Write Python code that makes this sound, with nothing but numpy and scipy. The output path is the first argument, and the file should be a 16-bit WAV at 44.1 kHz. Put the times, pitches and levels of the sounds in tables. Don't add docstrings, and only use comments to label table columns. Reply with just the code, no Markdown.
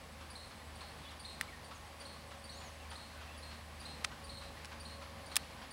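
import sys
import numpy as np
from scipy import signal
from scipy.fft import rfft, irfft
from scipy.io import wavfile
from scipy.ndimage import uniform_filter1d

SR = 44100
rng = np.random.default_rng(int(sys.argv[2]) if len(sys.argv) > 2 else 0)


def store_wav(level_fs):
    pcm = np.round(np.clip(np.atleast_2d(level_fs), -1, 1) * 32767)
    wavfile.write(sys.argv[1], SR, pcm.T.astype(np.int16))


N = 252252

START_M, SPEED_M_S = 41, 1.47
CYLINDERS, FIRING_HZ = 16, 76.2
RUMBLE_DB, MACHINERY_DB, KNOCK_DB = -61.5, -54.5, -55
FIRST_STROKE_S, STROKE_S, STROKE_SCATTER_DB = 0.2037, .3006, 1
CRICKET_DB, CRICKET_TIRES_S, CRICKET_FADE_DB_PER_S = -76, 2.9, 4
LEAD_HZ, CHIRP_DELAY_S = 4765, .0535
REPEAT_S, REPEAT_FALL_HZ, REPEAT_DB = .08, 220, -3
FOREST_T60_S = 0.71

# centre_hz, width_hz, gain_db
STACK_RESONANCES = [(54.2, 16, 6), (99.6, 21.3, 4), (155.8, 59, -4), (225, 49, -1), (269.8, 14, -4)]
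# time_s, level_db
BOOM_LEVELS = [(0.0, -62), (0.22, -53), (0.54, -65), (0.68, -53.5), (1.05, -59), (1.1, -55.5), (1.51, -60),
               (2.61, -57), (2.88, -51.5), (3.1, -61), (3.18, -54), (4.05, -54.5), (4.13, -63),
               (4.24, -54.5), (4.73, -57), (4.81, -52.5), (5.69, -61.5), (5.72, -67)]
# frequency_hz, gain_db
MACHINERY_SPECTRUM = [(30, -4), (150, 3.5), (400, -4), (530, 2), (680, 0), (800, 1.5), (930, -1),
                      (1090, 1.5), (1350, -5.5), (1800, -3), (3600, -8.5), (4700, -9.5), (6200, -17),
                      (15800, -29.5)]
# time_s, level_db
WHINE_LEVELS = [(0, -76), (.33, -69), (.6, -82), (1.8, -74), (2.0, -61.5), (2.6, -63.5), (3.3, -70),
                (4.1, -75), (4.25, -60), (4.65, -68.5), (4.97, -57.5), (5.72, -71)]
# frequency_hz, gain_db
AIR_SPECTRUM = [(2000, -24), (7000, -1.5), (11000, -4.5), (15800, -6)]
# frequency_hz, gain_db
KNOCK_SPECTRUM = [(300, -25), (800, 3), (1350, 8), (2100, 2.5), (3200, 3), (5500, -4.5), (9000, -19),
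                  (15000, -49)]
# time_s, extra_db
HARD_STROKES = [(.81, 3.5), (1.71, 2.5), (2.91, 4.5), (4.72, 1.5)]
# start_s, lead_db, chirp_count, chirp_top_hz, chirp_db
SMALL_BIRD_CALLS = [(0.299, -54, 1, 4276, -44.5), (.751, -58.5, 1, 4370, -49), (1.194, -52.5, 1, 4310, -43),
                    (1.641, -57.5, 0, 4300, -48), (1.998, -53.5, 1, 4435, -47),
                    (2.438, -54, 1, 4330, -45.5), (2.899, -54, 1, 4350, -47),
                    (3.373, -57.5, 1, 4360, -48.5), (3.798, -53.5, 1, 4300, -44.5),
                    (4.238, -54, 2, 4386, -44.5), (4.798, -52.5, 1, 4430, -46.5),
                    (5.258, -56, 1, 4330, -48), (5.705, -53.5, 0, 4300, -48)]
# time_s, pitch_hz, level_db
WHISTLE_GLIDES = [
    [(1.02, 4000, -55), (1.045, 3510, -53.5), (1.08, 3390, -54), (1.09, 3980, -53), (1.13, 3400, -64)],
    [(1.47, 2300, -56), (1.53, 1876, -52), (1.58, 1610, -56)],
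    [(1.745, 7050, -66), (1.76, 6600, -60), (1.782, 5770, -66)],
    [(2.505, 5180, -61), (2.565, 6850, -64), (2.595, 7070, -63), (2.63, 6980, -66), (2.67, 6450, -60),
     (2.705, 5800, -64)],
    [(2.77, 3100, -63), (2.86, 2300, -62)],
    [(3.27, 2450, -58), (3.33, 2800, -60)],
]
# start_s, level_db, ring_hz, ring_db, tilt_db_per_octave, top_db
CLOSE_CLICKS = [(1.4115, -27, 1920, 7.5, 2, -2), (4.044, -33, 2480, -1, 1.5, -10),
                (4.047, -21, 2210, -7, -1.5, -15), (4.647, -38, 2590, -7, -2.5, -10),
                (4.655, -41, 5500, -3, 1.5, -11), (5.3574, -22.5, 3220, 0, 2, -2),
                (5.3661, -13, 5100, -2, 2, 0.5), (5.3686, -26, 2670, 6, -1.5, -5)]
# frequency_hz, gain_db
CLICK_SPECTRUM = [(300, -34), (600, -12), (900, -4), (2500, -1), (5400, -2), (7000, -8.5), (9600, -1),
                  (11500, -12.5), (14500, -14), (16500, -7)]
# frequency_hz, side_db
SCATTER_WIDTH = [(100, -59), (350, -18), (1000, -14.5), (2000, -17.5), (3000, -28.5), (4300, -21.5),
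                 (8500, -30.5), (14000, -31)]


def undb(db):
    return 10 ** (np.asarray(db) / 20)


def unit(x):
    return x / np.sqrt(np.mean(x ** 2))


def curve(table):
    return np.interp(np.arange(N) / SR, *np.transpose(table))


def sine(pitch_hz):
    return np.sin(2 * np.pi * np.cumsum(pitch_hz) / SR)


def add(track, start_s, sound):
    start = int(np.clip(start_s * SR, 0, N - 1))
    track[start:start + len(sound)] += sound[:N - start]


def colour(x, points):
    hz, db = np.transpose(points)
    bins = np.fft.rfftfreq(len(x), 1 / SR) + 1
    return irfft(rfft(x) * undb(np.interp(np.log(bins), np.log(hz), db)), len(x))


def resonate(x, hz, width_hz):
    b, a = signal.iirpeak(hz, hz / width_hz, fs=SR)
    return signal.lfilter(b, a, signal.lfilter(b, a, x))


def noise_band(hz, width_hz):
    return unit(resonate(rng.standard_normal(N), hz, width_hz))


def drift(rate_hz):
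    hold = int(SR / rate_hz)
    steps = np.repeat(rng.standard_normal(N // hold + 1), hold)
    return unit(uniform_filter1d(uniform_filter1d(steps, hold), hold)[:N])


def forest(x, wet_db, build_s):
    t = np.arange(SR) / SR
    tail = rng.standard_normal(SR) * (1 - np.exp(-t / build_s)) * undb(-60 * t / FOREST_T60_S)
    return x + undb(wet_db) * signal.fftconvolve(x, tail / np.linalg.norm(tail))[:N]


def foliage(x, wet_db, smear_s):
    t = np.arange(SR // 8) / SR
    paths = rng.standard_normal(len(t)) * t * np.exp(-t / smear_s)
    return x + undb(wet_db) * signal.fftconvolve(x, paths / np.linalg.norm(paths))[:N]


def exhaust(nearness, surge_db=1.0, octave_db=-26, jitter_s=0.0015):
    firings = np.cumsum(FIRING_HZ * (1 + .002 * drift(4.77))) / SR
    fired_at = np.flatnonzero(np.diff(np.floor(firings)) > 0)
    count = len(fired_at)
    cylinder_db = 7 * rng.permutation(np.linspace(-1, 1, CYLINDERS))
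    puff_db = cylinder_db[np.arange(count) % CYLINDERS] + 3.5 * rng.standard_normal(N)[:count]
    late = (jitter_s * SR * rng.random(count)).astype(int)
    puffs = np.zeros(N)
    puffs[np.minimum(fired_at + late, N - 1)] = undb(puff_db)
    gas = unit(puffs) + 0.77 * rng.standard_normal(N)
    stack = sum(undb(db) * resonate(gas, hz, width) for hz, width, db in STACK_RESONANCES)
    octave = np.sin(4 * np.pi * firings) * undb(octave_db + 2.9 * drift(5))
    boom = (np.sin(2 * np.pi * firings) + octave) * undb(0.4 * drift(15))
    rumble = unit(stack) * undb(RUMBLE_DB + surge_db * drift(7))
    return unit(boom) * undb(curve(BOOM_LEVELS)) + nearness * rumble


def low_hum(pitch_hz=52.8, level_db=-69):
    return sine(pitch_hz * (1 + 0.016 * drift(6))) * undb(level_db + 1.5 * drift(4))


def machinery():
    rush = colour(rng.standard_normal(N), MACHINERY_SPECTRUM)
    low = signal.sosfilt(signal.butter(2, 1500, fs=SR, output="sos"), rush)
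    flutter = 0.098 * drift(21.86) * low
    return unit(rush + flutter) * undb(MACHINERY_DB + 0.62 * drift(18))


def gear_whine(hz=555.7, octave_db=-8, howl_db=-68):
    tone = unit(sine(hz * (1 + 0.002504 * drift(12))))
    gear = 0.86 * tone + 0.28 * noise_band(hz, 14) + undb(octave_db) * noise_band(2 * hz, 50)
    howl = sum(noise_band(fan_hz, 45) * undb(2 * drift(5.17)) for fan_hz in (777, 830, 1042, 1098))
    return undb(curve(WHINE_LEVELS)) * gear + undb(howl_db) * unit(howl)


def forest_air(level_db=-71):
    return undb(level_db) * unit(colour(rng.standard_normal(N), AIR_SPECTRUM))


def insects(pulse_hz=9.5, trill_db=-79.5, chorus_db=-73):
    tired_s = np.maximum(np.arange(N) / SR - CRICKET_TIRES_S, 0)
    pulses = (1 + sine(pulse_hz * (1 + 0.036 * drift(2.5)))) / 2
    cricket = unit(pulses * noise_band(8230, 220)) * undb(CRICKET_DB - CRICKET_FADE_DB_PER_S * tired_s)
    trill = noise_band(7930, 170) * undb(trill_db + 1.6 * drift(17))
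    chorus = noise_band(10280, 950) * undb(chorus_db + .8 * drift(12))
    return cricket + trill + chorus


def compressor(rise_s=0.0073, decay_s=0.021, ring_db=-9, clunk_db=-61):
    rattles, clunks = np.zeros(N), np.zeros(N)
    t = np.arange(SR // 4) / SR
    stroke = (1 - np.exp(-t / rise_s)) * np.exp(-t / decay_s)
    stroke /= stroke.max()
    for start_s, chance in zip(np.arange(FIRST_STROKE_S, N / SR, STROKE_S), rng.standard_normal(N)):
        accent_db = sum(db for time_s, db in HARD_STROKES if abs(time_s - start_s) < STROKE_S / 2)
        add(rattles, start_s, undb(KNOCK_DB + accent_db + STROKE_SCATTER_DB * chance) * stroke)
        add(clunks, start_s, undb(clunk_db + 2 * accent_db) * stroke ** 2)
    metal = unit(colour(rng.standard_normal(N), KNOCK_SPECTRUM)) + undb(ring_db) * noise_band(1300, 200)
    knocks = rattles * metal + clunks * noise_band(hz=1100, width_hz=1100)
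    return forest(knocks, wet_db=-4.5, build_s=0.013)


def locomotive():
    nearness = START_M / (START_M - SPEED_M_S * np.arange(N) / SR)
    hum = low_hum()
    return exhaust(nearness) + nearness * (hum + machinery() + compressor()) + gear_whine()


def chirps(notes, length_s, sweep, crest, octave_db, waver):
    track = np.zeros(N)
    progress = np.linspace(0, 1, int(length_s * SR))
    glide = 1 - sweep * (1 - progress / crest) ** 2
    swell = signal.windows.tukey(len(progress), .35) * (1 - .5 * progress)
    octave = undb(octave_db - 134 * (1 - glide))
    for start_s, top_hz, db in notes:
        wobble = 1 + waver * np.interp(progress, np.linspace(0, 1, 6), rng.standard_normal(6))
        pitch_hz = top_hz * glide * wobble
        add(track, start_s, undb(db) * swell * (sine(pitch_hz) + octave * sine(2 * pitch_hz)))
    return track


def small_bird():
    lead_notes = [(start_s, LEAD_HZ, lead_db) for start_s, lead_db, *_ in SMALL_BIRD_CALLS]
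    full_notes = [(start_s + CHIRP_DELAY_S + k * REPEAT_S, hz - k * REPEAT_FALL_HZ, db + k * REPEAT_DB)
                  for start_s, _, count, hz, db in SMALL_BIRD_CALLS for k in range(count)]
    lead = chirps(lead_notes, length_s=0.0125, sweep=0.129, crest=0.736, octave_db=5.2, waver=.024)
    chirp = chirps(full_notes, length_s=0.02015, sweep=0.195, crest=0.61, octave_db=-8, waver=0.014)
    smeared_lead = foliage(lead, wet_db=-1, smear_s=0.007)
    return forest(smeared_lead, wet_db=-2.5, build_s=.01) + forest(chirp, wet_db=2, build_s=0.015)


def far_birds(count=22, level_db=-63.5):
    notes = [(when * N / SR, 1500 + 1900 * height, level_db + 6 * strength)
             for when, height, strength in rng.random((count, 3))]
    calls = chirps(notes, length_s=0.0396, sweep=0.197, crest=0.618, octave_db=-16, waver=0.039)
    scatter = foliage(calls, wet_db=0.5, smear_s=0.0046) - calls
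    return forest(scatter, wet_db=-4.5, build_s=.02)


def whistling_birds():
    track = np.zeros(N)
    for call in WHISTLE_GLIDES:
        times_s, hz, db = np.transpose(call)
        t = np.arange(times_s[0], times_s[-1], 1 / SR)
        hoarseness = .03 if hz[0] < 4500 else .005
        glide_hz = uniform_filter1d(np.interp(t, times_s, hz), size=500)
        pitch_hz = glide_hz * (1 + hoarseness * drift(300)[:len(t)])
        swell = undb(np.interp(t, times_s, db)) * signal.windows.tukey(len(t), .2)
        add(track, times_s[0], swell * sine(pitch_hz))
    low = colour(track, [(4200, 0), (5200, -40)])
    clear_highs = undb(1) * (track - low)
    smeared_lows = undb(-11.5) * foliage(low, wet_db=10, smear_s=0.0022)
    return forest(clear_highs + smeared_lows, wet_db=-7, build_s=0.017)


def burst(envelope, points):
    spectrum = rfft(rng.standard_normal(len(envelope)) * envelope)
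    even = spectrum / np.sqrt(uniform_filter1d(np.abs(spectrum) ** 2, size=40))
    sound = colour(irfft(even), points)
    return sound * np.linalg.norm(envelope) / np.linalg.norm(sound)


def clicks(crack_s=0.00055, buzz_s=0.0027, buzz_db=-8, ring_s=.001, lead_s=.002):
    track = np.zeros(N)
    t = np.maximum(np.arange(2048) / SR - lead_s, 0)
    attack = 1 - np.exp(-t / 0.00011)
    envelope = attack * (np.exp(-t / crack_s) + undb(buzz_db) * np.exp(-t / buzz_s))
    for start_s, level_db, ring_hz, ring_db, tilt, top_db in CLOSE_CLICKS:
        spectrum = [(hz, db + tilt * np.log2(hz) + top_db * np.clip(hz / 7000 - 1, 0, 1))
                    for hz, db in CLICK_SPECTRUM]
        ring = undb(ring_db) * np.sin(2 * np.pi * ring_hz * t) * np.exp(-t / ring_s)
        add(track, start_s - lead_s, undb(level_db) * (burst(envelope, spectrum) + attack * ring))
    return signal.sosfilt(signal.butter(5, 660, "high", fs=SR, output="sos"), track)


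def scene():
    air = forest_air()
    distant = locomotive() + small_bird() + whistling_birds() + far_birds() + air
    close = clicks()
    scatter = colour(forest(distant, wet_db=-4, build_s=0.003) - distant, SCATTER_WIDTH)
    quarter_cycle = np.imag(signal.hilbert(close))
    skew = colour(quarter_cycle, [(1000, -16), (2000, -12), (4500, -20), (9000, -23), (14000, -27)])
    side = (scatter + skew) * np.array([[1], [-1]])
    return distant + insects() + close + side


def record(dry):
    bass_cut = signal.butter(2, 34, "high", fs=SR, output="sos")
    top_cut = signal.ellip(10, .1, 70, 15750, fs=SR, output="sos")
    return signal.sosfilt(top_cut, signal.sosfilt(bass_cut, dry))


dry = scene()
out = record(dry)
store_wav(out)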